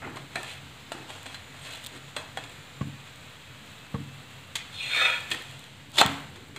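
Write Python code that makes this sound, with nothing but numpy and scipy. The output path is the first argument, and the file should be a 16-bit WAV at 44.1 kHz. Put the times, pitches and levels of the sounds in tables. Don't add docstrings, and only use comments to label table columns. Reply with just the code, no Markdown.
import sys
import numpy as np
from scipy import signal
from scipy.fft import rfft, irfft
from scipy.io import wavfile
from scipy.ndimage import uniform_filter1d

SR = 44100
rng = np.random.default_rng(int(sys.argv[2]) if len(sys.argv) > 2 else 0)


def gain_from_db(level_db):
    decades = np.asarray(level_db, float) / 20
    return 10 ** decades


def wav_out(sig):
    wavfile.write(sys.argv[1], SR, np.round(np.clip(np.atleast_2d(sig).T, -1, 1) * 32767).astype(np.int16))


N = 290178

# start in seconds, peak in dB, dull over bright part in dB, dull pitch in Hz.
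PAT_HITS = [(0.023, -50, 10, 1040), (0.1592, -36.5, -7, 996), (0.1695, -36, -12, 1070),
            (0.3563, -24.5, -4.5, 2300), (0.9197, -26, -7, 1270), (1.096, -39, -7, 1730),
            (1.1038, -33, 2.5, 830), (1.2584, -35.5, 2.5, 647), (1.2639, -28.5, -1, 820),
            (1.3445, -31.5, -6, 1400), (1.543, -42, 3.5, 1080), (2.165, -21, -7, 1410),
            (2.3732, -24.5, 2.5, 1023), (2.389, -37, 9, 795), (2.4388, -35, -3, 640),
            (4.555, -16.5, -18, 2600), (5.3146, -19, -14.5, 1520), (5.345, -33, -2, 1900),
            (5.985, -11.5, -10, 900), (6.0054, -12, -11, 1400), (6.0131, -13, -4, 1500),
            (6.359, -36.5, -6, 1970), (6.5622, -28, -9, 2500)]
# mode in Hz, level in dB, t60 in seconds.
BLADE_MODES = [(1840, -11, 0.082), (2260, -23, 0.22), (2588, -10, 0.18), (3300, -5.5, 0.081),
               (3440, -11, 0.11), (4073, -5.5, 0.073), (5080, -22.5, 0.098), (6450, -18, 0.13),
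               (7300, -22, .08), (8290, -7, 0.054), (9200, -24, .08), (10320, -24, 0.066),
               (13450, -30, 0.071), (14540, -26, .08)]
# frequency in Hz, density in dB per Hz.
CONTACT_SPECTRUM = [(180, -40), (300, -11.5), (500, -8), (750, -6), (1300, -5.5), (2000, 1.5), (3500, -2),
                    (4300, -9), (5500, -21), (7600, -12.5), (9500, -23), (12000, -25.5), (16000, -48)]
# full pressure at seconds, hold in seconds, level in dB,
# dull share in dB, fade in dB per second. First short skids after a pat:
SKID_STROKES = [(0.172, 0.0024, -42.5, 7.5, 800), (0.366, 0.014, -38.5, 2, 113),
                (0.932, .002, -39.5, 3, 122), (1.096, .002, -40, -2.5, 79), (2.18, 0.004, -38, 3.5, 222),
                (2.372, .002, -47, -28, 305), (5.32, 0.002, -30.5, -24, 1200), (5.335, .01, -40, -5.5, 30)]
DRAG_STROKES = [(0.41, 0.022, -49, -10, 150), (0.49, 0.05, -38.5, -9, 500), (0.57, 0.046, -58, -24, 300),
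                (1.33, 0.023, -42, -6, 370), (1.666, 0.081, -37.5, -6, 190), (1.866, .002, -50, -13, 500),
                (1.965, 0.0075, -42, -4, 900), (2.43, 0.083, -51, -15, 120)]
NUDGE_STROKES = [
    (0.021, 0.037, -44, 5.5, 200),
    (0.06, 0.015, -53, 0, 123),
]
FLIP_STROKES = [
    (5.984, 0.016, -23, -21, 500),
    (6.012, 0.019, -28.5, 8, 1198),
    (6.035, .01, -55, 13, 150),
    (6.366, .002, -49, -27, 750),
]
# time in seconds, scrape in dB.
SLIDE_LEVEL = [(4.58, -36), (4.666, -68), (4.705, -49), (4.74, -40), (4.924, -28), (4.96, -27.5),
               (5.02, -24), (5.1, -28.5), (5.17, -33.5), (5.28, -78)]
# start in seconds, peak in dB.
EDGE_CATCHES = [(4.712, -30), (4.7254, -25), (4.7404, -24), (4.755, -23), (4.7674, -33), (4.7804, -26),
                (4.8032, -20), (4.8225, -16), (4.8575, -20), (4.9074, -34), (4.9302, -24), (4.946, -15),
                (4.9597, -15), (4.9713, -14), (5.0001, -11.5), (5.0112, -9.5), (5.0512, -7), (5.0937, -22),
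                (5.124, -33)]
# time in seconds, lowest pan mode awake in Hz.
BLADE_REACH = [(4.58, 1870), (4.669, 2500), (4.695, 3900), (4.73, 3100), (4.8, 2080), (4.89, 1680),
               (4.95, 614), (5.15, 563), (5.3, 1300)]
# mode in Hz, width in Hz, level in dB,
# best contact at seconds, contact length in seconds.
PAN_MODES = [(517, 37, 9, 5.06, 0.082), (636, 55, -3, 5.1, 0.094), (761, 19, -6.5, 5.0, 0.078),
             (960, 31, -4.5, 5.1, 0.05), (1270, 78, -4, 4.99, 0.061), (1445, 49, 5.5, 5.1, 0.065),
             (1746, 57, 8.5, 5.0, 0.032), (1995, 91, -2.5, 5.07, 0.14), (2248, 54, 11, 4.96, 0.04),
             (2264, 30, -4, 4.85, 0.069), (4560, 42, -17, 4.96, .04), (3640, 40, -2, 5.05, .05),
             (3610, 50, 3, 4.96, 0.017), (2447, 70, 11, 5.13, 0.023), (2570, 41, 8, 5.04, 0.024),
             (2650, 62, 5.5, 4.83, 0.04), (2990, 28, -4, 4.9, 0.083), (3270, 43, 8, 5.14, 0.064),
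             (3360, 110, 4.5, 4.77, 0.027), (3640, 90, 7, 5.01, 0.027), (3880, 25, -7, 5.03, .08),
             (4110, 69, -1, 4.8, 0.22), (4280, 30, 0.5, 4.96, 0.044), (4190, 41, -10.5, 5.07, 0.044),
             (5150, 29, -12, 4.78, .03), (6950, 40, -13, 4.86, .06), (8100, 44, -6.5, 4.85, 0.058),
             (6030, 78, -13, 5.06, 0.065), (9000, 60, -18, 5.05, .05), (7490, 60, -13, 4.95, 0.036),
             (7490, 52, -12, 5.02, 0.054), (9200, 50, -26, 4.95, 0.14), (3100, 56, -5.5, 5.0, 0.076)]
# start in seconds, level in dB, pitch in Hz, t60 in seconds.
LANDING_SMACKS = [(5.9588, -26, 3270, .012), (5.9632, -28, 3300, .012), (5.9735, -26, 1800, .02),
                  (5.9805, -13, 3450, .008), (5.9832, -7, 3670, .006), (5.9835, -14, 1100, .012),
                  (5.9858, -7, 3600, .016), (5.9912, -7, 3600, .007), (5.9915, -16, 700, .015),
                  (5.994, -10, 4000, .012), (5.9958, -11, 3500, .016), (6.0013, -11, 3500, .011),
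                  (6.0015, -16, 750, .015), (6.0058, -10, 3500, .016), (6.0095, -9, 3650, .014),
                  (6.0104, -8, 1000, .008), (6.0138, -1.5, 800, .014), (6.0142, -8, 1250, .014),
                  (6.0145, -10, 3200, .015), (6.0175, -12, 1400, .02), (5.986, -17, 1500, .012),
                  (6.021, -12, 720, .03), (5.989, -15, 4150, .03), (5.999, -14, 4150, .03),
                  (6.0138, -11, 4250, .012), (6.0145, -15, 2600, .04), (6.02, -21, 4120, .06),
                  (5.984, -18, 4800, .015), (6.004, -18, 2650, .02), (6.03, -21, 3550, .06),
                  (6.032, -19, 900, .03)]
# start in seconds, level in dB, pitch in Hz, t60 in seconds.
CLINKS = [(0.074, -33, 870, .05), (0.17, -29, 1080, .025), (0.3583, -26, 1680, .04),
          (0.3583, -24.5, 690, .04), (0.3583, -22, 4000, .008), (0.3625, -26, 2300, .02),
          (0.384, -31, 2330, .02), (0.37, -32, 1800, .2), (0.372, -32, 750, .08),
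          (0.432, -34, 1750, .08), (0.359, -27, 2440, .04), (0.378, -34, 2400, .05),
          (0.919, -28.5, 666, .036), (0.919, -32, 1350, .04), (0.9192, -27, 1100, .006),
          (2.167, -35, 3400, .08), (2.374, -35, 3300, .08), (1.345, -38, 4100, .16),
          (1.62, -47, 8290, .15), (6.062, -21, 3200, .003), (6.05, -33, 277, .6),
          (6.04, -30, 1850, .2), (2.813, -35, 2000, .005), (3.945, -35, 2000, .005),
          (0.949, -34, 350, .06), (0.919, -30, 900, .02), (2.166, -29, 600, .04),
          (2.166, -31, 2850, .03), (2.3728, -22, 1500, .004), (2.373, -29, 790, .067),
          (4.556, -27, 3320, .05), (4.556, -33, 3900, .04), (4.558, -31, 2560, .05),
          (4.558, -34, 2150, .06), (4.558, -36, 1130, .05), (4.556, -36, 8260, .06),
          (4.556, -37, 6570, .05), (4.556, -47, 14540, .08), (4.606, -37, 2030, .08),
          (5.3165, -21, 3300, .045), (5.317, -22, 1816, .045), (5.317, -20, 2530, .045),
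          (5.317, -29, 4150, .04), (5.342, -28, 1867, .06), (5.372, -35, 2700, .05),
          (5.415, -36, 1830, .06)]
# start in seconds, peak in dB.
SPIT_BURSTS = [(0.1004, -36), (0.4308, -18), (1.23, -26), (1.84, -24), (1.8465, -19), (1.8622, -17),
               (1.867, -17), (1.8692, -22), (1.681, -32), (1.724, -24), (1.756, -24), (1.773, -28),
               (1.9609, -38), (1.976, -38), (2.4953, -26.5), (3.158, -30), (4.918, -27), (4.988, -26),
               (5.105, -22), (5.205, -25), (5.2734, -39), (5.3035, -19), (5.319, -35), (5.3347, -19),
               (5.347, -19), (5.422, -25), (5.5108, -28.5), (5.5924, -26), (5.6398, -29), (5.905, -36),
               (5.9172, -28), (5.9588, -24), (5.9805, -20), (5.989, -5), (6.073, -28), (6.0775, -28),
               (6.09, -30), (6.1, -30), (5.9923, -17), (5.996, -14), (6.0015, -8), (6.006, -12),
               (6.0123, 1), (6.0615, -7.5), (6.204, -32)]
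# frequency in Hz, density in dB per Hz.
SPIT_SPECTRUM = [(1000, -28), (3500, 12), (5500, -10), (8000, 3.5), (11000, -7.5), (16000, -5)]
# start in seconds, peak in dB, knock near 1 kHz in dB.
COUNTER_THUDS = [
    (2.812, -14.5, -14.5),
    (3.944, -14.5, -15.5),
    (6.055, -16, -8.5),
    (6.361, -45, -11),
]
# mode in Hz, level in dB, t60 in seconds.
COUNTER_MODES = [(313, -21, 0.011), (465, -4, 0.14), (645, -7, 0.016), (820, 1, 0.013), (1095, 12, 0.023),
                 (1500, -3, 0.017), (1730, 7, 0.0091), (2150, -5, 0.0089), (2720, -2, .01)]
# mode in Hz, level in dB, t60 in seconds.
ROOM_MODES = [(98.1, -2, 0.85), (123.3, -8, 0.75), (139.5, 2, 0.57), (167, -8.5, 0.65), (210.6, -7, 0.41),
              (246.4, -9.5, 0.37), (277.3, -9, 0.41)]
# mode in Hz, level in dB, t60 in seconds.
REBOUND_MODES = [(225, -11, 0.44), (291.5, -2.5, 0.25)]
# mode in Hz, level in dB, t60 in seconds.
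STOVE_MODES = [(135, -88, 0.25), (271, -41.5, 0.34), (283, -51.5, 0.66), (414, -43, 0.038)]
ROCKING_STROKES = [(0.06, 0.013, -40.5, 0, 117), (0.36, 0.031, -47, 0, 193), (0.96, 0.019, -44, -2, 152),
                   (1.93, 0.034, -52, 0, 150), (5.33, 0.023, -46.5, 6, 150), (6.06, 0.064, -53, 0, 120),
                   (6.37, 0.03, -50.5, 0, 152), (6.565, 0.023, -47, 0, 147)]
# time in seconds, pitch in Hz, level in dB.
STEAM_WHISTLES = [
    [(0.6, 6800, -85), (1.2, 7100, -63), (1.9, 6900, -63), (2.5, 7050, -62), (3.1, 7320, -63)],
    [(2.5, 2420, -56), (3.1, 2504, -60), (3.6, 2570, -63), (4.1, 2630, -54), (4.55, 2770, -60)],
    [(0.62, 4680, -66), (0.87, 4650, -68)],
    [(0.8, 5150, -66), (1.4, 5280, -72)],
    [(2.8, 3270, -65), (3.2, 3310, -60), (4.5, 3270, -63)],
]
# time in seconds, hiss in dB.
FRYING_LEVEL = [(0.0, -48), (2.53, -47.5), (4.6, -48), (4.8, -45.5), (5.0, -35), (5.42, -46.5), (5.7, -50),
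                (5.96, -52), (6.12, -39.5), (6.32, -50), (6.58, -50.5)]
# frequency in Hz, density in dB per Hz.
HISS_SPECTRUM = [(180, -44), (300, -18.5), (500, -4), (1000, -3.5), (1800, -2.5), (2700, -3), (4000, -4.5),
                 (4700, -13.5), (5500, -20), (7600, -11), (9000, -19.5), (10500, -24), (13000, -24),
                 (16000, -25)]
# frequency in Hz, density in dB per Hz.
RUMBLE_SPECTRUM = [(12, -21), (20, 12), (27, 5), (53, -63), (81, 0), (135, 5), (153, -2.5), (173, -4),
                   (258, -5.5), (304, -13), (500, -8.5), (650, -47), (1100, -120)]
# time in seconds, level in dB.
STOVE_SHAKES = [(0.06, -54), (0.97, -74), (2.33, -59), (5.34, -85), (6.1, -50.5), (6.4, -80), (6.57, -74)]
# frequency in Hz, t60 in seconds.
KITCHEN_T60 = [(200, 0.27), (1000, 0.66), (4000, 0.52), (12000, 0.013)]


def rms_one(x):
    return x / np.sqrt(np.mean(x ** 2) + 1e-20)


def in_time(rows):
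    s, db = np.transpose(rows)
    gain = gain_from_db(np.interp(np.arange(N) / SR, s, db, left=-140, right=-140))
    return uniform_filter1d(gain, size=200)


def colour(x, spectrum):
    hz = np.maximum(np.fft.rfftfreq(8192, 1 / SR), 1)
    points = np.array(spectrum)
    level_db = np.interp(np.log(hz), np.log(points[:, 0]), points[:, 1])
    cepstrum = irfft(np.log(gain_from_db(level_db)))
    cepstrum[1:4096] *= 2
    cepstrum[4097:] = 0
    response = irfft(np.exp(rfft(cepstrum)))[:4096]
    return signal.fftconvolve(x, response / np.linalg.norm(response))[:N]


def split(x, hz, kind):
    return signal.sosfilt(signal.butter(2, hz, kind, fs=SR, output="sos"), x)


def ring(clicks, hz, t60):
    r, w = gain_from_db(-60 / (t60 * SR)), 2 * np.pi * hz / SR
    return signal.lfilter([0, np.sin(w)], [1, -2 * r * np.cos(w), r * r], clicks + 1e-18)


def ring_modes(force, modes):
    return sum(gain_from_db(level_db) * ring(force, hz, t60) for hz, level_db, t60 in modes)


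def drift(rate):
    r = np.exp(-2 * np.pi * rate / SR)
    return rms_one(signal.lfilter([1], [1, -2 * r, r * r], rng.standard_normal(N + SR))[SR:])


def grains(per_s, spread_db):
    sizes = gain_from_db(spread_db * np.minimum(rng.exponential(1, N), 4)) * rng.choice([-1, 1], N)
    return rms_one(sizes * (rng.random(N) < per_s / SR))


def bursts(rows, noise):
    out = np.zeros(N)
    for s, gain, t60, rise in rows:
        at = round(s * SR)
        age = np.arange(min(int((t60 + rise) * SR) + 2, N - at)) / SR
        shape = np.minimum(age / rise, 1) * gain_from_db(-60 * np.maximum(age - rise, 0) / t60)
        out[at:at + len(age)] += gain * shape * noise[at:at + len(age)]
        out[at] += 8.8 * gain * np.exp(-rise / 0.0089)
    return out


def strokes(rows, rise):
    t, level, dull = np.arange(N) / SR, 0, 0
    for s, hold, db, dull_db, fade in rows:
        shape = gain_from_db(db - rise * np.maximum(s - t, 0) - fade * np.maximum(t - s - hold, 0))
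        level = level + shape
        dull = dull + gain_from_db(dull_db) * shape
    return level, dull


def pats():
    chatter = grains(12000, spread_db=6.5)
    s, db, dull_db, dull_hz = np.transpose(PAT_HITS)
    t60 = 0.075 * np.exp(-0.078 * (dull_db + 11.5))
    loaded = (s > 4.5) & (s < 6.2)
    ring_db = np.where(loaded, -24, -10)
    rise = np.full(len(s), .0008)
    out = split(bursts(zip(s, gain_from_db(db - 1), 0.64 * t60, rise), chatter), 3050, "high")
    for row, hz in zip(zip(s, gain_from_db(db + dull_db + 6.0), t60, rise), dull_hz):
        start = round(row[0] * SR)
        at = slice(start, start + SR // 4)
        out[at] += split(bursts([row], chatter)[at], [hz / 3.3, hz * 1.28], "band")
    out = colour(out, CONTACT_SPECTRUM)
    uneven_db = 2 * rng.standard_normal((len(s), len(BLADE_MODES)))
    for (hz, level_db, ring_t60), luck_db in zip(BLADE_MODES, uneven_db.T):
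        clicks = np.zeros(N)
        clicks[np.round((s + rise) * SR).astype(int)] = gain_from_db(db + ring_db + level_db + luck_db)
        out += ring(clicks, hz, 0.96 * ring_t60)
    return out


def rubbing(pressure, per_s, ring_db=None, edge_hz=1500, dull_hz=1400, spread_db=2.5):
    level, dull = pressure
    friction = grains(per_s, spread_db) * gain_from_db(1.3 * drift(90))
    bright_part = level * split(friction, edge_hz, "high")
    dull_part = 2.17 * dull * split(friction, dull_hz, "low")
    body = colour(bright_part + dull_part, CONTACT_SPECTRUM)
    if ring_db is None:
        return body
    return body + gain_from_db(ring_db) * ring_modes(level * friction, BLADE_MODES)


def sliding():
    span = slice(int(4.5 * SR), int(5.6 * SR))
    t = np.arange(N) / SR
    reach_hz = np.interp(t, *np.transpose(BLADE_REACH))
    load = gain_from_db(-3.5 - 21 * np.log2(reach_hz / reach_hz.min()))
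    grit = grains(7000, spread_db=1.5)
    caught = bursts([(s, gain_from_db(db - 14), 0.032, .0015) for s, db in EDGE_CATCHES], grit)
    friction = in_time(SLIDE_LEVEL) * grit * gain_from_db(1.0 * drift(70)) + caught
    scrape = split(friction, 3400, "high") + 1.43 * load * split(friction, 2100, "low")
    out = gain_from_db(-8.5) * colour(scrape, CONTACT_SPECTRUM)
    wander = [drift(30.0)[span] for _ in range(5)]
    friction, t, reach_hz = friction[span], t[span], reach_hz[span]
    out[span] += gain_from_db(-46) * split(ring_modes(friction, BLADE_MODES), 6000, "high")
    for k, (hz, width_hz, level_db, best_s, lasts) in enumerate(PAN_MODES):
        r = np.exp(-np.pi * .75 * width_hz / SR)
        contact_db = 8 * np.exp(-((t - best_s) / lasts) ** 2) + 1.5 * wander[k % 5]
        drive = friction * gain_from_db(contact_db) / (1 + (reach_hz / hz) ** 11.6)
        poles = [1, -2 * r * np.cos(2 * np.pi * hz / SR), r * r]
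        out[span] += (-1) ** k * gain_from_db(level_db + 6) * signal.lfilter([1 - r, 0, r - 1], poles, drive)
    return out


def landing():
    out, click = np.zeros(N + SR), np.eye(1, SR // 5)[0]
    for s, db, hz, t60 in LANDING_SMACKS + CLINKS:
        out[round(s * SR):][:SR // 5] += gain_from_db(db) * ring(click, hz, t60)
    return split(out[:N], 110, "high")


def spits():
    fizz, out = rng.standard_normal(N), np.zeros(N)
    for s, db in SPIT_BURSTS:
        at = round((s + 0.0012) * SR)
        burst = 0.2 * fizz[at:at + 400] * gain_from_db(-60 * np.arange(400) / SR / 0.004)
        burst[:2] += [-1, -.3]
        out[at:at + 400] += gain_from_db(db + 3.0) * split(burst, 3500, "high")
    faint = gain_from_db(-67) * split(grains(21, spread_db=2.0), 7000, "high")
    return colour(out + faint, SPIT_SPECTRUM)


def thuds():
    push, rattle = np.zeros(N), []
    for s, db, knock_db in COUNTER_THUDS:
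        push[round((s - .0022) * SR)] = 0.37 * gain_from_db(db)
        push[round((s + .0004) * SR)] = -gain_from_db(db)
        rattle.append((s - 0.0012, gain_from_db(db + knock_db - 30.5), .05, .005))
    knock = bursts(rattle, grains(3000, spread_db=4.5))
    wood = ring_modes(knock, COUNTER_MODES)
    blow = 2.68 * ring(split(push, 740, "low"), 108, 0.016)
    late = np.roll(split(push, 570, "low"), round(0.01494 * SR))
    rebound = np.roll(split(push, 470, "low"), round(0.058 * SR))
    answer = ring_modes(late, ROOM_MODES) + ring_modes(rebound, REBOUND_MODES)
    return split(blow + gain_from_db(-19.5) * answer, 116, "high") + wood


def rocking():
    level, _ = strokes(ROCKING_STROKES, rise=510)
    shudder = split(grains(1500, spread_db=6.0), [210, 420], "band")
    return level * rms_one(split(shudder, [180, 500], "band"))


def whistles():
    out, t = np.zeros(N), np.arange(N) / SR
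    for rows in STEAM_WHISTLES:
        s, hz, db = np.transpose(rows)
        gain = gain_from_db(np.interp(t, s, db, left=-120, right=-120) + 1.5 * drift(5))
        pitch_hz = np.interp(t, s, hz) + 9 * drift(13.7)
        out += gain * np.sin(2 * np.pi * np.cumsum(pitch_hz) / SR)
    return out


def frying():
    shakes = [(s, 0, db, 0, 47) for s, db in STOVE_SHAKES]
    rumble = gain_from_db(-52.5) + strokes(shakes, rise=91)[0]
    flame = rng.standard_normal(N)
    boom = sum(gain_from_db(level_db) * rms_one(ring(flame, hz, 0.46 * t60)) for hz, level_db, t60 in ROOM_MODES)
    low = colour(rng.standard_normal(N), RUMBLE_SPECTRUM) + gain_from_db(-4.0) * boom
    fizz = rng.standard_normal(N) + 0.17 * grains(2000, spread_db=11.0)
    hiss = in_time(FRYING_LEVEL) * gain_from_db(.5 * drift(14.0)) * colour(fizz, HISS_SPECTRUM)
    return hiss + rumble * gain_from_db(0.52 * drift(5.4)) * low


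def kitchen(x):
    age = np.arange(SR // 2) / SR
    tail, table = 0, np.array(KITCHEN_T60)
    for hz in 90 * 2. ** np.arange(8):
        octave = signal.butter(1, [hz / 1.41, hz * 1.41], "band", fs=SR, output="sos")
        band = signal.sosfilt(octave, rng.standard_normal(len(age)))
        t60 = np.interp(np.log(hz), np.log(table[:, 0]), table[:, 1])
        tail = tail + band * gain_from_db(-60 * age / t60)
    tail *= np.clip(age / 0.0012, 0, 1)
    return signal.fftconvolve(x, tail / np.linalg.norm(tail))[:N]


def scene():
    skids = rubbing(strokes(SKID_STROKES, rise=510), 9000, ring_db=-37.5)
    drags = rubbing(strokes(DRAG_STROKES, rise=115), 9000, ring_db=-37, edge_hz=1400, dull_hz=2100)
    nudges = split(rubbing(strokes(NUDGE_STROKES, rise=5600), 8000, dull_hz=1900), 4000, "low")
    rubs = gain_from_db(-1.0) * (skids + drags) + nudges
    slap = rubbing(strokes(FLIP_STROKES, rise=420), 5000, edge_hz=3400, dull_hz=1280, spread_db=3.5)
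    knocks = pats() + rubs + split(slap, [1500, 2500], "bandstop")
    stove = ring_modes(split(knocks, 830, "low"), STOVE_MODES)
    near = knocks + sliding()
    close = spits() + thuds() + landing()
    echo = gain_from_db(-9.5) * kitchen(near) + gain_from_db(-20) * kitchen(close)
    return (near + stove + close + echo + frying() + whistles() + rocking())[None]


def roll_off(x):
    return signal.sosfilt(signal.butter(12, 16430, fs=SR, output="sos"), x)


def record(dry):
    top_cut = signal.cheby2(18, 45, 15750, fs=SR, output="sos")
    band = signal.sosfilt(top_cut, split(dry, 60, "high"))
    rounded = 1.342 * np.tanh(band / 1.645)
    mix = split(rounded, 31, "high") - .0009
    return roll_off(mix)


dry = scene()
out = record(dry)
wav_out(out)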